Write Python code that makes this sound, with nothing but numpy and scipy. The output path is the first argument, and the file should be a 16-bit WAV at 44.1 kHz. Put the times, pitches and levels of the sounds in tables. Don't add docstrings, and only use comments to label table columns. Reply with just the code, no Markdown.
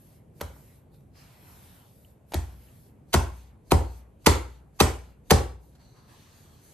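import sys
import numpy as np
from scipy import signal
from scipy.fft import rfft, irfft
from scipy.io import wavfile
from scipy.ndimage import uniform_filter1d

SR = 44100
rng = np.random.default_rng(int(sys.argv[2]) if len(sys.argv) > 2 else 0)


def wav_out(sig):
    wavfile.write(sys.argv[1], SR, np.round(np.clip(np.atleast_2d(sig).T, -1, 1) * 32767).astype(np.int16))


def attenuation_scalar(level_db):
    decades = np.asarray(level_db, float) / 20
    return 10 ** decades


N = 296793
STEP_BACK_S = 3


def evened(x):
    return x / np.sqrt(np.mean(x ** 2) + 1e-20)


def read(points, hz):
    f, value = np.transpose(points)
    return np.interp(np.log(hz + 1), np.log(f + 1), value)


def add(mix, s, sound):
    part = mix[round(s * SR):][:len(sound)]
    part += sound[:len(part)]


def colour(x, gain_db):
    hz = np.fft.rfftfreq(x.shape[-1], 1 / SR)
    return irfft(rfft(x) * attenuation_scalar(gain_db(hz)), x.shape[-1])


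# [t/s, level/dB, length/s, brightest f/Hz]
WET_CONTACTS = [(0.4018, -50, 0.0021, 2500), (0.4078, -39, .003, 4460), (0.4104, -30, 0.0063, 12000),
                (2.319, -41.5, 0.0074, 3080), (2.3356, -32.5, 0.0045, 2300), (2.341, -33.5, 0.0058, 8600),
                (2.3423, -20, 0.0017, 4630), (3.125, -43, .007, 5000), (3.13, -22.5, 0.0072, 6250),
                (3.138, -14.5, 0.0035, 3160), (3.1402, -12, 0.0027, 8240), (3.143, -20, 0.0044, 12000),
                (3.149, -16, 0.0016, 7320), (3.707, -30.5, .008, 4140), (3.713, -22, 0.0029, 6660),
                (3.718, -13, 0.0034, 8910), (4.243, -50, 0.0083, 5000), (4.2592, -29, 0.0046, 6000),
                (4.2613, -9.5, 0.0037, 6140), (4.2661, -6.5, .003, 2376), (4.267, -11.5, 0.006, 3905),
                (4.791, -33.5, 0.014, 6000), (4.8006, -8.5, 0.0078, 3927), (4.8106, -7.5, 0.001, 5600),
                (5.299, -28, 0.0064, 4203), (5.306, -9.5, 0.0028, 3040), (5.308, -12.5, 0.0048, 11940),
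                (5.3096, -11, 0.0054, 6130)]
# [t/s, level/dB, length/s, brightest f/Hz]
FINGER_PEELS = [
    (0.937, -67.5, 0.0156, 3900),
    (1.007, -65, 0.0018, 6250),
    (5.749, -60, 0.013, 4050),
]
# [f/Hz, level/dB per Hz]
SMACK_COLOUR = [(300, -26), (800, 4.5), (1500, -2.5), (2200, -4), (4000, -4), (6000, -8.5), (8500, -11),
                (10500, -12), (12000, -5), (13300, -15), (15000, -20)]


def cracks(bright_db):
    out, t = np.zeros(N), np.arange(1024) / SR
    for s, db, length, bright_hz in WET_CONTACTS + FINGER_PEELS:
        uneven = attenuation_scalar(3.5 * rng.standard_normal(1024))
        snaps = rng.standard_normal(1024) * uneven
        spot = lambda hz: np.exp(-(np.log2((hz + 1) / bright_hz) / .14) ** 2)
        snaps = colour(snaps, lambda hz: read(SMACK_COLOUR, hz) + bright_db * spot(hz))
        swell = 1 - np.exp(-(t / (0.67 * length)) ** 2)
        die = np.exp(-(t / length) ** 2)
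        add(out, s - .2 * length, attenuation_scalar(db + 3.5) * evened(snaps) * swell * die)
    return out


# [t/s of the middle, peak level/dB, f/Hz, length/cycles]
AIR_POCKETS = [(.4120, -38, 1570, 8.5), (0.4135, -23, 910, 0.5), (.4145, -22.5, 507, 1.4),
               (.4185, -38.5, 890, 5.6), (2.3220, -32, 605, 0.73), (2.338, -26, 714, 1.3),
               (2.3480, -23.5, 710, 1.8), (2.348, -29, 332, 3.7), (3.1405, -15.5, 860, 1.3),
               (3.1450, -4, 730, 0.84), (3.1470, -15.5, 1400, 2.7), (3.1485, -16.5, 383, 4.1),
               (3.7200, -9.5, 850, 0.88), (3.7230, -4.5, 400, 1.05), (3.7255, -11, 825, 2.9),
               (4.2670, -18, 1500, 2.5), (4.2665, -14, 2148, 5), (4.2728, -1.5, 361, 1.1),
               (4.2735, -6, 883, 1.9), (4.2780, -16, 743, 2), (4.8085, -8, 648, 1.1),
               (4.8100, -17.5, 1070, 2.1), (4.8113, -5, 389, 1.1), (4.8135, -9.5, 770, 1.5),
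               (4.8165, -16, 977, 1.6), (5.3089, -14.5, 1707, 2.5), (5.3148, -10, 412, 2.6),
               (5.3172, -2.5, 432, 0.67), (5.3210, -9, 797, 2.5)]
# [t/s of the middle, peak level/dB, f/Hz, length/cycles]
DOUGH_BUBBLES = [
    (.5655, -45.5, 850, 0.75),
    (1.1560, -57, 2020, 2.5),
    (1.1850, -56, 4800, 5.5),
]


def pops():
    out, t = np.zeros(N), np.arange(-441, 442) / SR
    for s, db, hz, cycles in AIR_POCKETS + DOUGH_BUBBLES:
        soft_edges = np.exp(-(2 * t * hz / cycles) ** 2)
        add(out, s + t[0], -attenuation_scalar(db) * np.cos(2 * np.pi * hz * t) * soft_edges)
    return out


def ring(modes, t):
    total = 0
    for hz, db, t60, way, lean_db in modes:
        swing = np.sign(way) * attenuation_scalar(db - 60 * t / t60) * np.sin(2 * np.pi * hz * t)
        total = total + swing * attenuation_scalar([[lean_db / 2], [-lean_db / 2]])
    return total


# [t/s, level/dB, extra level of the upper modes/dB]
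THROWS = [
    (0.4251, -32, -4),
    (2.3545, -19.5, -8.5),
    (3.154, -14, -1),
    (3.73, -11.5, -1.5),
    (4.2784, -13, -2),
    (4.8168, -15.5, 2.5),
    (5.3227, -12.5, 3),
]
# [f/Hz, level/dB, t60/s, first swing/sign, left-right level/dB]
LOW_WAVES = [(51.6, -17, 0.3, 1, -6), (61, -9.5, 0.66, -1, 2), (79.8, -2, 0.34, 1, -0.6),
             (79, -15.5, 0.05, 1, 0), (94.9, -13, 0.38, -1, -9.5)]
# [f/Hz, level/dB, t60/s, first swing/sign, left-right level/dB]
UPPER_WAVES = [(121.6, -9, 0.31, -1, 2), (161.6, -11.5, 0.17, 1, 5.5), (199, -5.5, 0.15, 1, 1.5),
               (254.5, -14, 0.36, -1, -4.5)]


def thumps():
    low, upper, t = np.zeros(N), np.zeros(N), np.arange(SR) / SR
    for s, db, upper_db in THROWS:
        add(low, s, attenuation_scalar([db]))
        add(upper, s - .004, attenuation_scalar([db + upper_db]))
    heard = lambda blows, modes: signal.fftconvolve(blows[None], ring(modes, t), axes=1)[:, :N]
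    return uniform_filter1d(heard(low, LOW_WAVES) + heard(upper, UPPER_WAVES), size=100)


# [t/s, peak level/dB, f/Hz]
STRAND_TEARS = [
    (1.43, -54, 1780),
    (1.499, -48, 1000),
    (2.048, -48, 2830),
    (2.686, -53, 2690),
]


def ticks():
    out, t = np.zeros(N), np.arange(600) / SR
    for s, db, hz in STRAND_TEARS:
        rising = np.sin(2 * np.pi * hz * t * (1 + 12 * t))
        add(out, s, attenuation_scalar(db - 60 * t / .013) * rising * (1 - np.exp(-t / .0007)))
    return out


# [f/Hz, lead/rad]
PORT_LEAD = [(0, 0.5), (1460, 0.8), (3790, 2.3), (4650, 1.6), (5430, 3.5), (5940, 5.5), (6720, 9),
             (7240, 5.5), (8530, 10.5), (9470, 5), (10400, 4), (11300, -3), (12100, -1.76), (13200, -2)]


def ports(x):
    hz = np.fft.rfftfreq(N, 1 / SR)
    f, lead = np.transpose(PORT_LEAD)
    tilt_db = read([(400, -4.5), (1200, -2.5), (2500, 2.5), (8000, 2.4)], hz)
    right = irfft(rfft(x) * attenuation_scalar(tilt_db) * np.exp(-1j * np.interp(hz, f, lead)), N)
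    return np.array([x, np.where(np.arange(N) > STEP_BACK_S * SR, right, x)])


# [f/Hz, correlation]
LIKENESS = [(60, .9), (180, 0.93), (520, .3), (1500, 0.086), (4300, 0.59), (5500, -0.045), (6300, -0.049),
            (8000, -0.052), (10500, -0.42), (11500, -0.59)]


def other_port(left, fresh, hz, limit):
    same = np.clip(read(LIKENESS, hz), -limit, limit)
    return same * left + np.sqrt(1 - same ** 2) * fresh


# [f/Hz, t60/s]
KITCHEN_DECAY = [(150, 0.11), (400, 0.4), (1040, 0.37), (2760, 0.37), (7280, 0.31)]
# [f/Hz, level/dB]
ECHO_TONE = [(100, -29.5), (200, 2), (380, -4), (560, -7), (850, -2), (1500, -1.5), (4000, -6), (8000, 3),
             (13000, -3.5)]


def tail():
    taps = np.zeros((2, SR // 2))
    at = np.arange(120, SR // 2 - 20, 10) + rng.integers(0, 10, (2, (SR // 2 - 131) // 10))
    np.put_along_axis(taps, at, rng.choice([-1., 1.], at.shape), 1)
    hz, t, z = signal.stft(taps, SR, nperseg=256)
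    hz = hz[:, None]
    z[1] = other_port(z[0], z[1], hz, limit=.95)
    z = z * attenuation_scalar(read(ECHO_TONE, hz) - 60 * t / read(KITCHEN_DECAY, hz))
    lumps = uniform_filter1d(uniform_filter1d(rng.standard_normal(z.shape[1:]), size=4, axis=0), size=5)
    z = z * attenuation_scalar(2.5 * evened(lumps))
    echo = signal.istft(z, SR, nperseg=256)[1]
    return echo / np.linalg.norm(echo, axis=1)[:, None]


def echoes(x):
    return signal.fftconvolve(x[None], tail(), axes=1)[:, :N]


def scattered(x, turns):
    turn = 2 * np.pi * turns * np.arange(N) / SR
    return sum(echoes(x * np.sqrt(2 / 3) * np.cos(turn + k * np.pi / 3)) for k in range(3))


def noise_field(shape_db, patchy_db):
    frames, hz = N // 256 + 5, np.fft.rfftfreq(1024, 1 / SR)[:, None]
    a, b, c, d, patches = rng.standard_normal((frames, 513, 5)).T
    patches = evened(uniform_filter1d(uniform_filter1d(patches, 8, 0), 18, 1))
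    left = a + 1j * b
    z = np.array([left, other_port(left, c + 1j * d, hz, limit=1)])
    unit = np.sqrt(np.mean(signal.istft(z[0], nperseg=1024, noverlap=768)[1] ** 2) / (SR / 2))
    z = z * attenuation_scalar(shape_db(hz, np.arange(frames) * 256 / SR) + patchy_db * patches) / unit
    return signal.istft(z, nperseg=1024, noverlap=768)[1][:, :N]


STROKE_RISE_S, RELEASE_DB_PER_S, PIVOT_HZ = 0.023, -260, 4000
FIRST_SHUT_HZ, LINGER_S = 6500, 0.015


def opening(hz, t, start, length, db, fade_db, tilt_db):
    u = t - start
    late = np.maximum(u - length - LINGER_S * np.log2((hz + 1) / FIRST_SHUT_HZ) ** 2, 0)
    level_db = db + fade_db * np.clip(u / length, 0, 1) + RELEASE_DB_PER_S * late
    level_db = level_db + tilt_db * np.log2((hz + 1) / PIVOT_HZ)
    return ((1 + np.tanh(u / STROKE_RISE_S)) / 2 * attenuation_scalar(level_db)) ** 2


# [t/s, length/s, level/dB per Hz, fade/dB a stroke, brightness/dB per octave]
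HAND_STROKES = [(-0.05, 0.21, -108, -0.5, 1), (0.548, .22, -107, -2, 2), (0.935, 0.056, -114, -8, 5),
                (1.158, 0.28, -99, -5, -3), (1.406, 0.38, -102, -2.5, -2), (1.464, 0.642, -102, -10, 2),
                (2.59, 0.28, -109, 1, 2), (3.354, 0.11, -105, -15, 6.5), (3.897, 0.075, -108, 1, 5),
                (5.618, 0.083, -112, -4, 5.5), (5.73, 0.019, -106, -8, -1.5), (5.805, 0.042, -102, -7, -3),
                (5.797, 0.45, -110, 0, -1.5), (5.97, 0.058, -101, -12, -4.5),
                (6.083, 0.36, -100, -4.5, -1.5), (6.307, 0.94, -104, 0, -0.5), (6.625, 0.29, -106, 1, 5)]


def stretching(hz, t):
    return sum(opening(hz, t, *row) for row in HAND_STROKES)


# [t/s, length/s, level/dB per Hz, centre f/Hz, width/octaves]
WALL_RUBS = [(.7, 0.034, -104, 2200, .2), (.935, 0.019, -101, 4000, .2), (1.158, .08, -94.5, 5000, .3),
             (1.202, 0.26, -101, 2460, .4), (1.462, .08, -92.5, 1050, 0.23),
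             (1.597, 0.27, -101, 3200, 0.46), (2.613, 0.13, -102, 2500, 0.64),
             (5.797, 0.33, -100, 4250, 0.11), (5.82, 0.43, -101, 6000, 0.06), (5.95, 0.1, -92, 1100, 0.33),
             (6.148, 0.12, -99, 3560, 0.46)]


def scraping(hz, t):
    power = 0
    for s, length, db, centre_hz, octaves in WALL_RUBS:
        band = np.exp(-(np.log2((hz + 1) / centre_hz) / octaves) ** 2)
        power = power + band * opening(hz, t, s, length, db, fade_db=-4, tilt_db=0)
    return power


HOLD_S = [
    0.24,
    .3,
    .33,
    .27,
    .29,
    0.29,
    0.19,
]
AHEAD_S = 0.062


def around_throws(hz, t):
    power = 0
    for (s, db, _), hold in zip(THROWS, HOLD_S):
        power = power + opening(hz, t, s - AHEAD_S, AHEAD_S, db=-106, fade_db=0, tilt_db=1.6)
        power = power + opening(hz, t, s, hold, db=-93 + 0.18 * db, fade_db=-12, tilt_db=-1.8)
    return power


# [f/Hz, level/dB per Hz]
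SHUT_LEAK = [(800, -113), (2500, -119), (4000, -136), (13000, -138)]
# [f/Hz, level/dB]
RUSTLE_TONE = [(300, -25), (800, 2.5), (1300, 1), (3300, -2), (3700, -1.5), (10300, -3), (11900, 5.5),
               (12800, -4), (13300, -42.5)]
# [f/Hz, level/dB]
CLOSE_FIZZ = [(7000, -1.5), (9500, 1.5), (11800, 5.5)]
# [f/Hz, level/dB]
FAR_TONE = [(3600, -1.5), (4300, 2.2), (5000, -1.5), (5500, -5), (6000, 3.5), (6600, -.5)]


def rustle():
    def shape_db(hz, t):
        leak = attenuation_scalar(read(SHUT_LEAK, hz)) ** 2
        passed = leak + scraping(hz, t) + stretching(hz, t) + around_throws(hz, t)
        place = np.where(t > STEP_BACK_S, read(FAR_TONE, hz), read(CLOSE_FIZZ, hz))
        return 10 * np.log10(passed) + read(RUSTLE_TONE, hz) + place
    return noise_field(shape_db, patchy_db=2.0)


# [f/Hz, level/dB per Hz]
APPLIANCES = [(20, -38), (40, -19), (50, -4), (62, 2), (85, -3), (128, -4.5), (170, -9), (300, -16),
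              (520, -19), (800, -25.5), (1300, -37), (2500, -42.5), (5000, -53), (13000, -41)]


def rumble():
    return attenuation_scalar(-57) * evened(noise_field(lambda hz, t: read(APPLIANCES, hz) + 0 * t, patchy_db=1.2))


def scene():
    air = pops()
    straight = ports(cracks(bright_db=7.5) + air + ticks())
    snap_echo = scattered(cracks(bright_db=1.5), turns=400)
    pop_echo = scattered(air, turns=21)
    return straight + attenuation_scalar(-4.0) * snap_echo + attenuation_scalar(-2.5) * pop_echo + thumps() + rumble() + rustle()


def thinned_treble(mid):
    hz, t, z = signal.stft(mid, SR, nperseg=512)
    low, high, top, hole = (evened(uniform_filter1d(v, size=9)) for v in rng.standard_normal((len(t), 4)).T)
    level_db = 10 * np.log10((abs(z[100:]) ** 2).sum(0) + 1e-20)
    hz = hz[:, None]
    dropped = (hz > 10520 + 170 * low) & (hz < 11000 + 200 * high)
    dropped |= hz > 12800 + 220 * top
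    dropped |= (abs(hz - 5550) < 130 * (hole - .4)) & (t > STEP_BACK_S)
    calm = level_db < np.roll(level_db, 3) + 10
    return mid - signal.istft(z * dropped * calm, SR, nperseg=512)[1][:N]


def low_pass(x):
    return signal.sosfilt(signal.butter(12, 13580, fs=SR, output="sos"), x)


def record(dry):
    mid, side = dry.mean(0), (dry[0] - dry[1]) / 2
    mid = colour(mid, lambda hz: read([(15, -26.5), (45, 2.5)], hz))
    mid = colour(mid, lambda hz: read([(13000, -0.5), (14000, -16.0), (17000, -35.0)], hz))
    mid = thinned_treble(mid)
    side = colour(side, lambda hz: read([(10800, 0.5), (11600, 1), (12300, -8), (13000, -36.5)], hz))
    limited = 1.4 * np.tanh(np.array([mid + side, mid - side]) / 1.4)
    return low_pass(limited)


dry = scene()
out = record(dry)
wav_out(out)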